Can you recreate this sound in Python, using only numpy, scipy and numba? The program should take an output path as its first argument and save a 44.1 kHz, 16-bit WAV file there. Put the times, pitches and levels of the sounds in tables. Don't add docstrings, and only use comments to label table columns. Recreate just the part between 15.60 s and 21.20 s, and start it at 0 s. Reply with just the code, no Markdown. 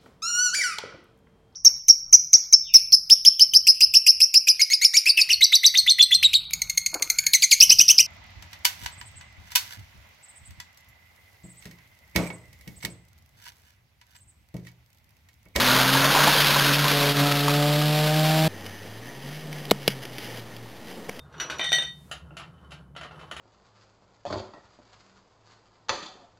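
import sys
import numpy as np
from scipy import signal
from scipy.fft import rfft, irfft, next_fast_len
from scipy.io import wavfile
from scipy.ndimage import uniform_filter1d
from numba import njit

SR = 44100
rng = np.random.default_rng(int(sys.argv[2]) if len(sys.argv) > 2 else 0)


def wav_out(sig):
    wavfile.write(sys.argv[1], SR, np.round(np.clip(np.atleast_2d(sig).T, -1, 1) * 32767).astype(np.int16))


def boost(x):
    u = np.asarray(x, float) / 20
    return 10 ** u


N = 246959

CUT_S = 2.879


def walk(rate):
    hold = int(SR / rate)
    levels = np.repeat(rng.standard_normal(N // hold + 1), hold)
    return 1.3 * uniform_filter1d(uniform_filter1d(levels, hold), hold)[:N]


def columns(rows):
    s, *cols = np.transpose(rows)
    return [np.interp(np.arange(N) / SR, s, col) for col in cols]


def surges(rows):
    t = np.arange(N) / SR
    return sum(db * np.exp(-((t - s) / width) ** 2) for s, db, width in rows)


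def ease(at_s, db):
    return db * (1 + np.tanh((np.arange(N) / SR - at_s) / .06)) / 2


def colour(x, table):
    hz, db = np.transpose(table)
    size = next_fast_len(N)
    f = np.fft.rfftfreq(size, 1 / SR) + 1
    gain = boost(np.interp(np.log(f), np.log(hz), db, left=-60, right=-60))
    y = irfft(rfft(x, size) * gain, size)[:N]
    return y / np.sqrt(np.mean(y ** 2))


def grit(per_s, spread_db, share):
    share = np.clip(share, 0, 1)
    sizes = boost(spread_db * np.minimum(rng.exponential(size=N), 3))
    clicks = (rng.random(N) < per_s / SR) * sizes * rng.choice([-1, 1], N)
    return np.sqrt(1 - share) * rng.standard_normal(N) + np.sqrt(share) * clicks / np.std(clicks)


@njit
def rings(start, hz, t60, size):
    out = np.zeros(N)
    for k in range(len(start)):
        turn = np.exp(2j * np.pi * hz[k] / SR - np.log(1000) / (t60[k] * SR))
        z = size[k] + 0j
        for i in range(int(start[k] * SR), min(N, int((start[k] + t60[k]) * SR))):
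            z *= turn
            out[i] += z.imag
    return out


def bursts(s, db, t60):
    # frequency in Hz, level in dB per Hz
    crack_tone = [(900, -30), (1500, -7), (2200, -1), (3000, 0.5), (3500, -1.5), (3900, -7.5), (4300, -18)]
    kicks = np.zeros(N)
    kicks[(s * SR).astype(int)] = boost(db)
    fades = signal.lfilter([1], [1, -boost(-60 / (t60 * SR))], kicks)
    return fades * colour(rng.standard_normal(N), crack_tone)


def strikes(rows, t60, low_hz, low_t60):
    s, db, hz, low_db = np.transpose(rows)
    one = np.ones(len(s))
    spot = 1.3 ** rng.uniform(-1, 1, len(s))
    crack = bursts(s, db - 11, 2.4 * t60)
    bright = rings(s, hz, t60 * one, boost(db - 3.5))
    dull = rings(s, low_hz * spot, low_t60 * one, boost(db + low_db - 8))
    return crack + bright + dull


def chips(rows, t60_at_1k, gain_db):
    s, hz, db = np.transpose(rows)
    t60 = t60_at_1k * np.minimum(1000 / hz, 1) ** .7
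    return rings(s, 1. * hz, t60, boost(db + gain_db - 3 * (hz < 800)))


def order(phase, k, db, flutter_db):
    wobble = .09 * np.sqrt(k + 1) * walk(45)
    return np.sqrt(2) * boost(db + flutter_db * walk(25)) * np.sin(k * phase + wobble - k * k)


def whine(rows):
    hz, db = columns(rows)
    phase = 2 * np.pi * np.cumsum(hz * (1 + .012 * walk(40))) / SR
    return order(phase, 0.98, db, flutter_db=1.5)


def rattle():
    t = np.arange(N) / SR
    cycle = (t - 1.657) / .0284
    limp_db = 2.5 * np.cos(np.pi * np.floor(cycle))
    slap = boost(10.5 + limp_db) * np.exp(-(cycle % 1) / .35)
    return np.where(t < CUT_S, uniform_filter1d(slap, size=120), 1)


def far_car():
    # time in seconds, firing rate in Hz, level of the first order in dB
    far_engine = [
        (2.9, 99, -42.5),
        (3.15, 97, -44),
        (3.36, 109, -44),
        (3.55, 132, -44),
        (3.8, 155, -38.5),
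        (4.3, 137.5, -42),
        (4.66, 116.9, -44.5),
        (5.05, 116, -45.5),
        (5.25, 115.8, -62),
    ]
    # multiple of the firing rate, level in dB against the first
    far_orders = [(1, 0.5), (2, -18.5), (3, -22)]
    # frequency in Hz, level in dB per Hz
    roar_tone = [(100, -23), (170, -6), (250, -5.5), (330, -10), (450, -8), (620, -12.5), (850, -14),
                 (1000, -20), (1400, -24), (1900, -44)]
    # time in seconds, surge in dB, width in seconds
    swells = [
        (3.05, 2.1, .06),
        (3.19, -2.5, .04),
        (3.9, 1.5, .08),
        (4.07, 2.5, .1),
        (4.38, 2.1, 0.056),
        (4.68, 2.5, .12),
        (5.12, -2.5, .15),
        (5.4, 2.5, .1),
    ]
    # time in seconds, change in dB, width in seconds
    misfires = [
        (3.515, -14, .018),
        (3.81, -9, .012),
        (4.445, -18, .016),
        (4.6, -7, .015),
    ]
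    hz, db = columns(far_engine)
    phase = 2 * np.pi * np.cumsum(hz) / SR
    roar_db = -46 + surges(swells) + 1.5 + 1.1 * walk(30)
    roar = boost(roar_db) * colour(grit(500, 1.7, 0.18), roar_tone)
    db = db + surges(misfires)
    return sum(order(phase, k, db + rel_db, flutter_db=1.8) for k, rel_db in far_orders) + roar


def lens_motor():
    # time in seconds, surge in dB, width in seconds
    focus = [
        (2.96, 4, .08),
        (3.14, 5, .09),
        (3.49, 5, 0.057),
        (3.99, 3, 0.049),
        (4.36, 6, .04),
        (4.65, 4, .025),
        (4.73, 9, .04),
        (4.95, 4, .06),
        (5.3, 4, .06),
        (5.49, 4, .06),
    ]
    # frequency in Hz, level in dB per Hz
    motor_tone = [(1500, -29), (1700, -7), (1860, 0), (2000, -8.5), (2250, -31)]
    motor_db = -52 + ease(4.1, -5) + surges(focus) - 2 + .9 * walk(30) + .6 * walk(9)
    return boost(motor_db) * colour(rng.standard_normal(N), motor_tone)


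def fingers():
    # time in seconds, surge in dB, width in seconds
    scrapes = [(3.08, 3, .04), (3.29, 2, .05), (3.74, 5.5, 0.076), (4.02, 4.5, 0.076), (4.245, 5, .035),
               (4.7, 3, .03), (4.31, 12, .025), (4.434, 11, .011), (4.57, 7, .045), (4.645, 10, .035),
               (4.77, 9, .045), (4.96, 3, .04), (5.31, 9.5, 0.057), (5.52, 5.5, .06)]
    # frequency in Hz, level in dB per Hz
    rustle_tone = [(650, -58), (1100, -14.5), (1250, -9), (1380, -10.5), (1490, -5), (1610, -5.5),
                   (1860, -0.5), (2000, -3.5), (2210, -0.5), (2450, -7.5), (3090, 1), (3500, -6),
                   (4000, -9), (5200, -47), (8800, -120)]
    rumble_tone = [(35, -6), (70, 0), (110, -1), (150, -12)]
    # time in seconds, peak in dB, ring in Hz, dull part in dB
    ticks = [(3.0086, -38, 2960, -5), (3.0643, -33, 3000, -10), (3.4426, -43, 2117, -10),
             (3.71, -38, 2230, -5), (3.8721, -36, 3000, -7), (3.928, -21.5, 2190, -19),
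             (3.9853, -33, 2350, -3), (4.0292, -37, 2930, -1), (4.0532, -36, 1900, -20),
             (4.146, -38, 3150, -3), (4.4215, -32, 2940, 1), (4.4528, -25.5, 3160, -1),
             (4.583, -25, 3150, -4), (4.5835, -29, 1950, -9), (4.8714, -40, 3172, -10),
             (4.9655, -33, 3155, -6), (5.5934, -26, 3140, -14)]
    # time in seconds, pitch in Hz, peak in dB
    taps = [(3.008, 2993, -40), (3.022, 1873, -37), (3.044, 1851, -37), (3.054, 452, -32),
            (3.062, 2950, -33), (3.063, 2174, -34), (3.281, 452, -37), (3.581, 452, -34), (3.725, 452, -34),
            (3.746, 3036, -37), (3.756, 452, -35), (3.872, 2993, -39), (4.308, 452, -33),
            (4.429, 2928, -35), (4.453, 2260, -37), (4.456, 1787, -38), (4.584, 452, -31),
            (4.643, 2820, -37), (4.703, 452, -32), (4.745, 1851, -37), (4.787, 452, -35),
            (4.964, 3186, -42), (5.287, 2950, -41), (5.313, 452, -34), (5.365, 473, -35),
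            (5.492, 1744, -34), (5.493, 2993, -37), (5.493, 2282, -34), (5.591, 3122, -40)]
    rustle_db = -52.5 + ease(4.85, -6) + surges(scrapes) + 3.0 + 1.2 * walk(60) + .6 * walk(12)
    rustle = boost(rustle_db) * colour(grit(1500, 1.6, .3), rustle_tone)
    rumble_db = -65 + ease(4.2, 7) + 2.5 * walk(8)
    rumble = boost(rumble_db) * colour(rng.standard_normal(N), rumble_tone)
    return rustle + rumble + strikes(ticks, .012, 520, .025) + chips(taps, .03, -2)


def knocks():
    # time in seconds, peak in dB
    ratchet_clicks = [
        (4.0585, -42),
        (4.0695, -42),
        (4.0825, -37),
        (4.0885, -40),
        (4.0918, -37),
        (4.0952, -34),
        (4.0985, -38),
        (4.1055, -36),
        (4.108, -32),
    ]
    # time in seconds, peak in dB, ring in Hz, t60 in seconds, crackle in dB
    snap_rows = [(4.1015, -21, 3700, .0045, -38), (4.1103, -20, 2300, 0.0055, -27),
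                 (4.11043, -19, 3900, .008, -34), (4.110675, -14, 3850, 0.005, -30),
                 (4.111175, -7, 3750, 0.0035, -30), (4.1135, -18, 1790, .016, -31),
                 (4.117, -24, 3200, .02, -30), (4.1122, -13.5, 2200, 0.016, -30),
                 (4.1108, -20, 560, .02, -40), (4.1155, -17, 1400, .006, -40),
                 (4.1133, -17, 2250, .008, -34), (4.2784, -6.5, 3400, 0.0065, -22),
                 (4.2783, -11.5, 2900, 0.02, -22), (4.2797, -18, 2600, .01, -28),
                 (4.27864, -16, 3850, .005, -30), (4.2786, -14, 2150, .007, -34),
                 (4.2795, -20, 800, .012, -40), (4.2845, -26, 2900, .03, -34),
                 (4.2823, -22, 2670, 0.018, -40), (5.4942, -28, 2200, 0.012, -36),
                 (5.4948, -33, 3000, 0.008, -44), (5.495, -30, 1750, .012, -44),
                 (2.8, -27.5, 1900, 0.012, -39), (4.0533, -28, 3270, 0.011, -38),
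                 (3.055, -37, 2980, .014, -44), (3.0628, -34, 2980, .03, -50),
                 (3.0648, -29, 2980, .014, -48), (3.0652, -31, 2200, .012, -48),
                 (3.0648, -32, 1850, .014, -50), (4.3045, -29, 2900, .03, -32)]
    # time in seconds, peak in dB, push direction, sharpness in dB per octave
    thump_rows = [
        (4.1153, -2.5, 1, -1),
        (4.2791, -5, -0.97, -9.5),
        (5.4903, -25, -1, -9),
        (5.4936, -23.5, 1, 0),
        (5.4975, -29, 0.97, -8),
    ]
    # frequency in Hz, level in dB, t60 in seconds
    shell_modes = [(202, -19.5, 0.13), (285, -19, .04), (458, -4.5, 0.019), (610, 1.5, 0.0089),
                   (1000, -8.5, .008), (1440, -29, 0.0082), (1814, -21, 0.014)]
    s, db, hz, t60, crackle_db = np.transpose(snap_rows)
    snaps = rings(s, hz, t60, boost(db)) + bursts(s, crackle_db, 0.018)
    s, db = np.transpose(ratchet_clicks)
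    ratchet = rings(s, 3800 + 0 * s, .005 + 0 * s, boost(db))
    s, db, way, sharp_db = np.transpose(thump_rows)
    thumps = np.zeros(N)
    for hz, mode_db, t60 in shell_modes:
        peak_db = db + mode_db + sharp_db * max(np.log2(hz / 436), 0)
        thumps += rings(s, hz + 0 * s, t60 + 0 * s, way * boost(peak_db))
    thumps = signal.sosfilt(signal.butter(2, 152, "high", fs=SR, output="sos"), thumps)
    return snaps + thumps + ratchet


def gravel(phase):
    # time in seconds, level in dB
    gravel_level = [
        (0, -23),
        (.25, -24),
        (.6, -22.5),
        (.95, -26),
        (1.2, -29),
        (1.5, -30),
        (1.85, -35),
        (2.2, -37.5),
        (2.87, -37),
    ]
    # time in seconds, surge in dB, width in seconds
    ruts = [(.18, 2, 0.064), (.33, -1, 0.06), (.6, 1.6, .05), (.69, 2, 0.022), (.79, 1.5, .04),
            (.9, 1.5, .04), (1.04, 2.2, .05), (1.27, 2, .05), (1.42, 2.5, .06), (1.6, 2, 0.035),
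            (1.72, 1, 0.033), (1.89, 2, .04), (2.23, 1.5, 0.029), (2.5, 1.5, 0.042), (2.7, 2, .06)]
    # frequency in Hz, level in dB per Hz
    drum_tone = [(40, -45), (90, -12.5), (200, 2), (350, -5.5), (600, 0.5), (800, -15), (1100, -32.5)]
    crunch_tone = [(500, -9), (700, -8.5), (990, 1), (1280, -1.5), (1600, -0.5), (1800, -8.5),
                   (2300, -24.5)]
    spray_tone = [(1300, -19), (1800, -4.5), (2400, -0.5), (3130, 1.5), (3500, 2.5), (3950, 2.5),
                  (4400, -48.5)]
    # time in seconds, peak in dB, ring in Hz, dull part in dB
    sill_stones = [(0.504, -13, 1430, -27), (0.675, -10.5, 964, 4.5), (0.8455, -7, 3300, -18),
                   (0.87, -10, 3700, -18), (0.961, -21, 1010, -17), (0.997, -7, 3440, -21),
                   (1.13, -11, 3840, -19), (1.151, -19, 3210, -19), (1.243, -9, 1020, -15),
                   (1.497, -14, 3211, -15), (1.649, -17, 899, -12), (1.723, -11, 3580, -13),
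                   (1.771, -17, 1300, -18), (1.882, -10.5, 1040, -16), (2.025, -15.5, 1240, -5),
                   (2.222, -14, 2900, -14), (2.39, -14.5, 2620, -18), (2.442, -23, 1730, -5),
                   (2.595, -18, 3330, -5), (2.854, -17, 801.6, -9)]
    # time in seconds, pitch in Hz, peak in dB
    panel_pings = [(.085, 1150, -16), (.29, 1560, -16), (.351, 915, -13.5), (.366, 1646, -13),
                   (.449, 1093, -13), (.452, 620, -16), (.548, 950, -14), (.562, 784, -12),
                   (.578, 1000, -15), (.59, 620, -14.5), (.638, 1140, -13), (.671, 697, -10.5),
                   (.679, 963, -14), (.752, 540, -16.5), (.783, 3180, -12.5), (.905, 3250, -15),
                   (.961, 1040, -13.5), (.964, 556, -20), (1.018, 1620, -16), (1.055, 1550, -15),
                   (1.255, 1010, -15), (1.44, 2270, -17.5), (1.495, 3250, -18), (1.806, 3800, -20),
                   (2.215, 1223, -20.5), (2.22, 3970, -24)]
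    # time in seconds, pitch in Hz, peak in dB
    stone_chips = [(0.046, 2713, -19), (0.088, 1162, -16), (0.103, 2971, -17), (0.122, 2993, -18),
                   (0.153, 1076, -17), (0.191, 3186, -18), (0.217, 3574, -19), (0.259, 3122, -18),
                   (0.373, 1378, -15), (0.419, 1421, -15), (0.455, 3552, -20), (0.504, 1464, -14),
                   (0.551, 990, -12), (0.606, 947, -14), (0.649, 1119, -13), (0.689, 1722, -17),
                   (0.701, 3229, -18), (0.702, 3940, -17), (0.79, 3789, -19), (0.842, 3294, -19),
                   (0.86, 1227, -18), (0.868, 3789, -17), (0.907, 3273, -16), (0.937, 947, -18),
                   (0.965, 1593, -16), (1.063, 1507, -16), (1.07, 3122, -20), (1.091, 1528, -19),
                   (1.132, 3811, -21), (1.152, 3208, -19), (1.243, 3703, -19), (1.244, 2411, -20),
                   (1.257, 645, -19), (1.321, 473, -18), (1.419, 645, -18), (1.431, 2583, -22),
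                   (1.435, 3122, -19), (1.522, 3273, -22), (1.713, 1291, -20), (1.723, 3574, -19),
                   (1.793, 2691, -22), (1.8812, 1130, -17), (1.882, 900, -17), (1.916, 1248, -22),
                   (2.025, 3789, -24), (2.442, 1701, -24), (2.542, 1658, -24), (2.672, 1571, -24),
                   (2.7, 689, -17), (2.734, 3552, -25), (2.738, 2519, -25), (2.777, 689, -17),
                   (2.777, 3186, -26), (2.847, 3208, -26), (2.853, 1227, -27), (2.853, 2174, -27),
                   (2.854, 1593, -25)]
    crunch_db = columns(gravel_level)[0] + surges(ruts)
    spray_db = -28 + 0.54 * (crunch_db + 30) + .3 * surges(ruts)
    drum_db = -35.5 + 0.68 * (crunch_db + 30)
    bumps = walk(40.06)
    puff = 1 + 0.042 * np.cos(phase + 2.0)
    drum = boost(drum_db + 0.55 * bumps + 0.91 * walk(19)) * colour(grit(500, 2.7, 0.12), drum_tone)
    crackle = grit(1900, 2.4, .45)
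    crunch = boost(crunch_db - 1.6 + 0.8 * bumps + 0.68 * walk(35)) * colour(crackle, crunch_tone)
    spray = boost(spray_db + 2.0 + 0.5 * bumps + .9 * walk(90)) * colour(crackle, spray_tone)
    when, pitch, length, force = rng.random((400, 4)).T
    s = CUT_S * when
    pebble_db = crunch_db[(s * SR).astype(int)] - 8.5 + 6.0 * force
    pebbles = rings(s, 500 * 3.5 ** pitch, 0.049 + .06 * length, boost(pebble_db))
    s, hz, db = np.transpose(panel_pings)
    pings = rings(s, hz, 0.069 + 0 * s, boost(db - 2.5))
    stones = chips(stone_chips, .045, -2.5) + strikes(sill_stones, 0.0093, 868, 0.068)
    return drum + puff * (crunch + spray) + pebbles + pings + stones


def echo_db(k):
    # multiple of the firing rate, time in seconds, change in dB, width in seconds
    ground_echo = [(2, .08, 3, .1), (2, .95, -4, .05), (2, 1.25, -5, .04), (2, 2.03, 2, .08),
                   (2, 2.77, 4, .08), (3, .08, 5, .1), (3, 1.45, 3, .1), (3, 1.73, -2, .1),
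                   (3, 1.95, 2, .06), (3, 2.25, -3, .06), (3, 2.72, -4, .12), (4, 1.3, -5, .06),
                   (4, 1.74, -2.5, .13), (4, 1.45, 4, .04), (4, 1.56, -5, .04), (4, 1.83, -6, .04),
                   (4, 2.05, 2, .05), (4, 2.25, -4, .04), (5, 1.15, -4, .08), (5, 2.22, -3, .1),
                   (5, 2.44, -4, .05), (5, 2.7, 3, .12), (6, 1.65, 5, .05), (6, 2.0, 6, .07),
                   (6, 2.65, -3, .1)]
    return surges([row for multiple, *row in ground_echo if multiple == k])


def near_engine():
    # time in seconds, firing rate in Hz, level in dB, side facing us (0 nose to 3 tail)
    near_car = [(0, 124.5, -32, 0), (.15, 129, -31, .07), (.33, 134.8, -28.5, 0.2), (.55, 142.5, -29, .8),
                (.67, 147.8, -29.5, 1.2), (.85, 144, -29.5, 1.26), (.98, 141, -28.5, 1.24),
                (1.1, 142.5, -27.5, 1.2), (1.24, 145, -26, 1.16), (1.33, 143.8, -26.5, 1.97),
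                (1.56, 142.3, -26, 2), (1.66, 143.8, -25, 2.04), (1.78, 143, -26, 2.07),
                (1.9, 144.8, -24, 2.1), (2.2, 148.8, -23, 2.4), (2.49, 152.8, -22, 2.7),
                (2.68, 156, -22, 3), (2.87, 158, -21, 4)]
    # multiple of the firing rate, level in dB at nose, flank, rear quarter and tail
    radiation = [
        (2, 0.4, -11, -5, -12.5),
        (3, -16, -19, -10, -19),
        (4, -17, -19, -9, -9.5),
    ]
    # multiple, level in dB
    tailpipe = [(4, 1.5), (5, -1), (6, -10), (7, -19), (8, -13.5), (9, -20), (10, -15.5), (11, -15.5),
                (1.5, -16), (4.5, -16)]
    # time in seconds, dB, width in seconds
    load = [
        (.35, 3, .06),
        (.54, -5, .03),
        (.76, -4, .04),
        (.94, -4, .03),
        (1.02, 2.5, .05),
        (1.22, 2.5, .04),
        (1.29, -4, .02),
        (1.62, 2.5, .04),
    ]
    # time in seconds, dB, width in seconds
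    intake = [
        (.44, 3, .08),
        (.685, 9, .025),
        (1.1, 6, .06),
        (1.62, 2.5, .06),
        (2.45, -3, .15),
    ]
    hz, first_db, aspect = columns(near_car)
    phase = 2 * np.pi * np.cumsum(hz * (1 + 0.0015 * walk(40))) / SR
    second_db, third_db, fourth_db = (first_db + np.interp(aspect, np.arange(len(db)), db) for _, *db in radiation)
    first = order(phase, 1, first_db + surges(load), flutter_db=0.7)
    second_db = second_db + .6 * surges(load) + surges(intake) + echo_db(k=2)
    second = order(phase, 2, second_db, flutter_db=1.2)
    third = order(phase, 3, third_db + .4 + echo_db(k=3), flutter_db=1.3)
    pipe = sum(order(phase, k, fourth_db + echo_db(round(k, 1)) + db, flutter_db=1.4) for k, db in tailpipe)
    return first + second + third + pipe, phase


def scene():
    # time in seconds, pitch in Hz, level in dB
    gear_whine = [
        (1.45, 1337, -52),
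        (1.6, 1345, -38),
        (1.9, 1300, -39.5),
        (2.2, 1275, -48),
        (2.35, 1247, -77.5),
        (3.42, 1014, -77),
        (3.5, 995, -56),
        (3.65, 950, -56),
        (3.72, 943, -73),
    ]
    # time in seconds, pitch in Hz, level in dB
    strap_creak = [
        (5.33, 280, -80),
        (5.36, 265, -45),
        (5.42, 180, -44),
        (5.45, 160, -80),
    ]
    engine, phase = near_engine()
    first = np.clip((CUT_S - np.arange(N) / SR) * 1000, 0, 1)
    screen = boost(surges([(1.54, -5, 0.019)]))
    near = screen * (engine + gravel(phase))
    far = far_car() + lens_motor() + fingers() + knocks()
    mono = first * near + (1 - first) * far + rattle() * whine(gear_whine) + whine(strap_creak)
    return np.array([mono, mono])


def top_cut(x):
    return signal.sosfilt(signal.butter(12, 16720, fs=SR, output="sos"), x)


def record(dry):
    hold_hz, hold_phase, steps = 8001.46, .3, 128
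    hiss_tone = [(20, -9), (60, -2), (100, 1), (150, 0), (900, -4), (4000, -9.0)]  # (Hz, dB per Hz)
    hiss = boost(-54) * colour(rng.standard_normal(N), hiss_tone)
    mic = signal.sosfilt(signal.butter(2, 96, "high", fs=SR, output="sos"), dry) + hiss
    tick = np.floor(np.arange(N) * hold_hz / SR + hold_phase)
    taken = np.clip(((tick - hold_phase) * SR / hold_hz).astype(int), 0, N - 1)
    held = np.floor(np.clip(mic[:, taken], -1, 1) * steps) / steps
    held = signal.sosfiltfilt(signal.ellip(10, .1, 75, 15650, fs=SR, output="sos"), held)
    return top_cut(held)


dry = scene()
out = record(dry)
wav_out(out)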